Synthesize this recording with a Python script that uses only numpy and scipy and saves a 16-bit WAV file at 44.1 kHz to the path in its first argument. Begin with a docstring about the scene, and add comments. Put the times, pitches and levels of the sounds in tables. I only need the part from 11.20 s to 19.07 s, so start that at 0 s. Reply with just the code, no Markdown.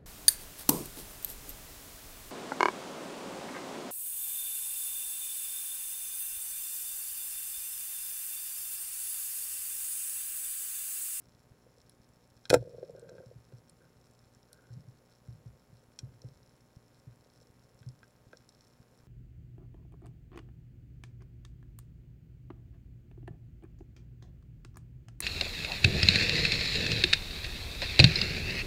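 """Shrimp snap all around a reef at night, over the faint buzz and hiss of an underwater camera.
Close by, a band speargun fires: the rubbers slap, the shaft hits rock and the line rattles off.
Dull bumps, clacks and scrapes on coral follow as the fish is drawn in.
The microphone sits inside the camera's waterproof housing, which every sound in the water rings."""
import sys
import numpy as np
from scipy import signal
from scipy.fft import rfft, irfft
from scipy.io import wavfile

SR = 44100
rng = np.random.default_rng(int(sys.argv[2]) if len(sys.argv) > 2 else 0)


def store_wav(level_fs):
    """Save 16-bit WAV to argv[1]."""
    pcm = np.round(np.clip(np.atleast_2d(level_fs), -1, 1) * 32767)
    wavfile.write(sys.argv[1], SR, pcm.T.astype(np.int16))


N = 347067
TIME = np.arange(N) / SR
RING_TIME = TIME[:SR // 4]  # time axis of one impact [s]


def undb(db):
    """Decibels to gain."""
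    return 10 ** (np.asarray(db) / 20)


def level(x, db):
    """Scale to an rms level."""
    return x * undb(db) / np.sqrt(np.mean(x ** 2))


def band(x, hz, octaves, order=2):
    """Band-pass around a centre frequency."""
    edges = [hz / 2 ** (octaves / 2), min(hz * 2 ** (octaves / 2), .48 * SR)]
    return signal.sosfilt(signal.butter(order, edges, "band", fs=SR, output="sos"), x)


def add(track, start_s, x):
    """Mix a sound in at a time."""
    i = int(start_s * SR)
    track[i:i + len(x)] += x[:N - i]


def through(x, response):
    """Pass a sound through an impulse response."""
    return signal.fftconvolve(x, response)[:len(x)]


def grains(per_s, spread_db):
    """Random clicks, most small and a few large."""
    size = undb(spread_db * np.minimum(rng.exponential(size=N), 4))
    return (rng.random(N) < per_s / SR) * size * rng.choice([-1, 1], N)


def wander(hz):
    """Smooth random drift around a given rate, with a spread of one."""
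    return level(band(rng.standard_normal(N), hz, 2.9), 0)


def spell(start_s, length_s, attack_s, release_s):
    """Envelope that rises, holds and dies away."""
    t = TIME - start_s
    return np.clip(t / attack_s, 0, 1) * np.exp(-np.maximum(t - length_s, 0) / release_s)


def housing(echo_db=-14, echo_t60_s=.075):
    """Impulse response at the microphone: the case rings, and the reef scatters a short echo back."""
    # resonances of the case (frequency [Hz], t60 [s], gain at resonance [dB])
    modes = [(65.8, 0.062, -7.5), (118.7, 0.12, 7.5), (288, 0.068, -5.5), (376, 0.045, -5.5),
             (478.6, 0.05, 3), (523, 0.11, -4), (569, 0.059, -15.5), (680, 0.082, -16),
             (867.7, 0.035, -12.5), (1369.6, 0.033, -5), (1460, 0.028, -2), (1574, 0.048, -0.5),
             (1940, 0.022, -26.5), (2454, 0.045, -7), (3340, 0.0054, -16), (3950, 0.0058, -14),
             (4230, 0.0081, -12), (5320, 0.007, -4), (6160, 0.0046, -20.5), (7250, 0.003, -15.5),
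             (8490, .004, -22), (9770, 0.013, -11), (13540, 0.0026, -28.5)]
    # pitches that its wall hardly passes (frequency [Hz], width [Hz])
    notches = [(1160, 220), (1850, 360), (2880, 290), (6700, 450), (11800, 1000)]
    ring = 0
    for hz, t60, db in modes:
        decay = np.log(1000) / t60
        envelope = undb(db) * decay / SR * np.exp(-decay * RING_TIME)
        ring = ring + envelope * np.cos(2 * np.pi * hz * RING_TIME)
    for hz, width in notches:
        ring = signal.lfilter(*signal.iirnotch(hz, hz / width, fs=SR), ring)
    echo = band(rng.standard_normal(len(RING_TIME)), 4300, 9.2)
    echo *= np.exp(-np.log(1000) * RING_TIME / echo_t60_s)
    echo *= undb(echo_db) / np.linalg.norm(echo)
    return ring + through(ring, echo)


def blow(case, peak_db, hz, octaves, grind_s, rough, order=2):
    """A push and a short grinding after it; the softer the contact, the lower the modes it reaches."""
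    force = rng.standard_normal(len(RING_TIME)) * np.exp(-RING_TIME / grind_s)
    force *= rough / np.linalg.norm(force)
    force[0] += 1  # the clean push
    sound = through(band(force, hz, octaves, order), case)
    return sound * undb(peak_db) / np.abs(sound).max()


def camera(frame_hz=60, duty=.36, edge_hz=470, buzz_db=-71, hiss_db=-69, waver_db=6.5):
    """Beside the microphone, the sensor's current ticks on and off each frame, over hum, hiss and whine."""
    # hum of the electronics at the first multiples of the frame rate (mean level [dB])
    hum_levels = [-80, -75, -86.5, -88]
    # spectrum of the steady hiss (frequency [Hz], relative density [dB])
    hiss_curve = [(20, -9.5), (50, -5), (100, 5), (165, 6), (260, 0), (500, -5.5), (1000, -10.5),
                  (2000, -15.5), (3000, -21), (5400, -20.5), (8000, -25.5), (12500, -24.5), (16000, -28)]
    # thin whine of the electronics (frequency [Hz], width [Hz], level [dB])
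    whine_bands = [(7066, 370, -87.5), (10840, 290, -87.5), (14500, 350, -95.5)]
    phase = (TIME * frame_hz - .2) % 1
    edges = -np.diff((phase < duty) * 1., prepend=0)
    buzz = signal.sosfilt(signal.butter(1, edge_hz, fs=SR, output="sos"), edges)
    buzz = signal.sosfilt(signal.butter(1, [90, 2100], "band", fs=SR, output="sos"), buzz)
    hum = -sum(level(np.cos(2 * np.pi * k * phase), db) for k, db in enumerate(hum_levels, 1))
    bin_hz = np.arange(1, N // 2 + 2) * SR / N
    curve_hz, curve_db = np.transpose(hiss_curve)
    hiss_gain = undb(np.interp(np.log(bin_hz), np.log(curve_hz), curve_db))
    hiss = irfft(rfft(rng.standard_normal(N)) * hiss_gain, N)
    whine = sum(level(band(rng.standard_normal(N), hz, np.log2(1 + width / hz), order=1), db)
                for hz, width, db in whine_bands)
    return level(buzz, buzz_db) + hum * undb(waver_db * wander(hz=10)) + level(hiss, hiss_db) + whine


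def shrimp(case, knock_db=-9, cluster_db=1.7):
    """Close snaps each ping and knock on the case; farther off, the reef crackles in loose clusters."""
    # shrimp nearest the microphone (time [s], peak [dB], centre [Hz])
    snaps = [(0.6954, -45, 9500), (1.7956, -47, 8800), (1.8943, -46.5, 5450), (2.4963, -43.5, 9000),
             (3.1485, -52, 6440), (3.2302, -51.5, 4300), (3.33, -39, 10060), (5.0184, -47, 6250),
             (5.2307, -55, 4870), (6.6888, -43, 5470), (7.1715, -45, 5000), (7.2908, -43, 6740),
             (7.3486, -54, 4800), (7.4086, -50, 4930)]
    # distant shrimp, large to small (centre [Hz], snap rate [1/s], level [dB])
    reef = [(2000, 60, -87), (4100, 130, -83), (5500, 220, -79.5), (8050, 61, -87.5)]
    near, far = np.zeros(N), np.zeros(N)
    for s, db, hz in snaps:
        add(near, s, blow(case, db, hz, octaves=.64, grind_s=.00033, rough=2.6))
        add(near, s, blow(case, db + knock_db, hz=4250, octaves=.47, grind_s=.0017, rough=2.6, order=1))
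    for hz, per_s, db in reef:
        crackle = band(grains(per_s, spread_db=5), hz, .77, order=1)
        far += level(through(crackle, case), db)
    return near + far * undb(cluster_db * wander(hz=2.5))


def bumps(case, vary_octaves=.06, rumble_db=-11, settle_s=.073):
    """Soft shoves, no two alike; the water churns briefly after each, and small jostles fill in."""
    # recoil, handling and the struggling fish (time [s], peak [dB])
    shoves = [(1.361, -28), (2.06, -45.5), (2.156, -45), (2.332, -45.5), (3.501, -43.5), (3.527, -42.5),
              (3.557, -48.5), (3.676, -44.5), (4.082, -37.5), (4.258, -41), (4.527, -47), (4.83, -35.5),
              (5.043, -36.5), (5.869, -42.5), (6.608, -47.5), (6.663, -37.5)]
    # spells of small jostling (start [s], length [s], level [dB])
    jostles = [(1.38, 0.62, -61.5), (2.19, 0.7, -70), (3.505, 0.12, -52), (4.097, 0.051, -52.5)]
    out = np.zeros(N)
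    for s, db in shoves:
        hz = 110 * 2 ** (vary_octaves * rng.standard_normal())
        add(out, s, blow(case, db, hz, octaves=1.8, grind_s=.027, rough=.38, order=4))
        add(out, s, blow(case, db + rumble_db, hz=72.4, octaves=2.57, grind_s=settle_s, rough=7.3))
    effort = sum(undb(db) * spell(s, length, attack_s=.02, release_s=.023) for s, length, db in jostles)
    jostle = band(grains(per_s=130, spread_db=3), 135, .81, order=3)
    return out + effort * level(jostle, 0)


def line(case, start_s=1.36, length_s=.668, sag_db_per_s=9.5, rattle_db=-52, ticks_db=-76.5, rub_db=-75):
    """The line rattles off its pegs, fittings ticking, and rubs the stock; line and shaft knock low."""
    # low wooden-sounding knocks of the line and the shaft (time [s], peak [dB])
    knocks = [(.464, -53.5), (.576, -55.5), (1.424, -36), (1.473, -39), (1.545, -41.5), (1.581, -40),
              (1.628, -30.5), (1.695, -38), (1.749, -40.5), (1.779, -44), (1.826, -41), (1.891, -43.5),
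              (1.916, -41.5), (1.950, -49), (1.981, -45), (2.002, -41.5), (2.112, -44), (2.322, -50.5),
              (5.039, -49), (6.06, -54), (6.215, -55.5), (7.133, -43.5)]
    out = np.zeros(N)
    for s, db in knocks:
        add(out, s, blow(case, db, hz=465, octaves=.87, grind_s=.0046, rough=.68, order=3))
    run = spell(start_s, length_s, attack_s=.0083, release_s=.069)
    run *= undb(-sag_db_per_s * np.maximum(TIME - start_s, 0))  # weaker as the shaft slows
    rattle = through(band(grains(per_s=260, spread_db=2.54), 480, .7, order=3), case)
    rub = through(band(grains(per_s=220, spread_db=2.5), 430, 1.3, order=4), case)
    ticks = through(band(grains(per_s=120, spread_db=2.5), 3300, 1.8), case)
    return out + run * (level(rattle, rattle_db) + level(ticks, ticks_db)) + level(rub, rub_db)


def shaft(case, hard_hz=3200, rub_db=3, hollow_db=-15):
    """Clacks ring the case hollowly, grinding more when harder; dragging adds a scrape and a low rub."""
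    # the trigger clicks, the shaft hits gear and coral (time [s], peak [dB], centre [Hz])
    clacks = [(1.2545, -36.5, 2880), (1.629, -56.5, 2170), (1.891, -49, 1500), (1.982, -51, 1380),
              (4.7895, -33, 4670), (6.63, -52, 1800), (6.831, -47, 1525), (7.131, -44, 1240)]
    # the shaft drags over coral (start [s], length [s], level [dB])
    scrapes = [(1.735, 0.3, -75.5), (2.598, 0.044, -70.5), (3.291, 0.223, -73.5)]
    out = np.zeros(N)
    for s, db, hz in clacks:
        add(out, s, blow(case, db, hz, octaves=1.5, grind_s=.0031, rough=hz / hard_hz))
        add(out, s, blow(case, db + hollow_db, hz=1600, octaves=1.6, grind_s=.003, rough=.8))
    drag = sum(undb(db) * spell(s, length, attack_s=.024, release_s=.026) for s, length, db in scrapes)
    scrape = through(band(grains(per_s=140, spread_db=2.5), 1483, .22), case)
    rub = through(band(rng.standard_normal(N), 290, 1.9), case)
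    return out + drag * (level(scrape, 0) + level(rub, rub_db))


def speargun(case, clack_db=-3, recoil_db=-13, slide_hz=4200, slide_s=.0068, slide_db=-17.5):
    """The shot, close up: metal grinds into each crack and kicks the gun; soft rubber pushes cleanly."""
    # the shaft leaves the catch, clears the muzzle and strikes rock (time [s], peak [dB])
    cracks = [(1.3023, -12.5), (1.3070, -22.5), (1.328, -27.5), (1.3416, -12), (1.3454, -18.5)]
    # the rubber bands slap the barrel and rebound (time [s], peak [dB])
    slaps = [(1.31, -14.5), (1.3300, -6), (1.3419, -2.5), (1.3483, -15), (1.3579, -18), (1.369, -27.5)]
    out, slide = np.zeros(N), np.zeros(N)
    for s, db in cracks:
        add(out, s, blow(case, db, hz=4890, octaves=2.5, grind_s=.0011, rough=1.8))
        add(out, s, blow(case, db + clack_db, hz=1650, octaves=1.6, grind_s=.0024, rough=.9))
        add(out, s, blow(case, db + recoil_db, hz=126, octaves=2, grind_s=.001, rough=.04))
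        swell = np.sqrt(np.clip(1 + (TIME - s) / slide_s, 0, 1)) * (TIME < s)
        slide += undb(db + slide_db) * swell
    for s, db in slaps:
        add(out, s, blow(case, db, hz=443, octaves=1.4, grind_s=.00089, rough=.14))
    grind = band(rng.standard_normal(N), slide_hz, 3.4)
    return out + through(grind * slide, case) / np.std(through(grind, case))


def scene():
    """One microphone hears the hunt and the reef through the case, and the camera from within it."""
    case = housing()
    water = speargun(case) + shaft(case) + line(case) + bumps(case) + shrimp(case)
    return (water + camera())[None]


def record(dry, ceiling=.72, top_hz=15900):
    """The recorder rounds the peaks of the shot and cuts the highest treble."""
    rounded = ceiling * np.tanh(dry / ceiling)
    return signal.sosfilt(signal.ellip(10, .2, 80, top_hz, fs=SR, output="sos"), rounded)


dry = scene()
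out = record(dry)
store_wav(out)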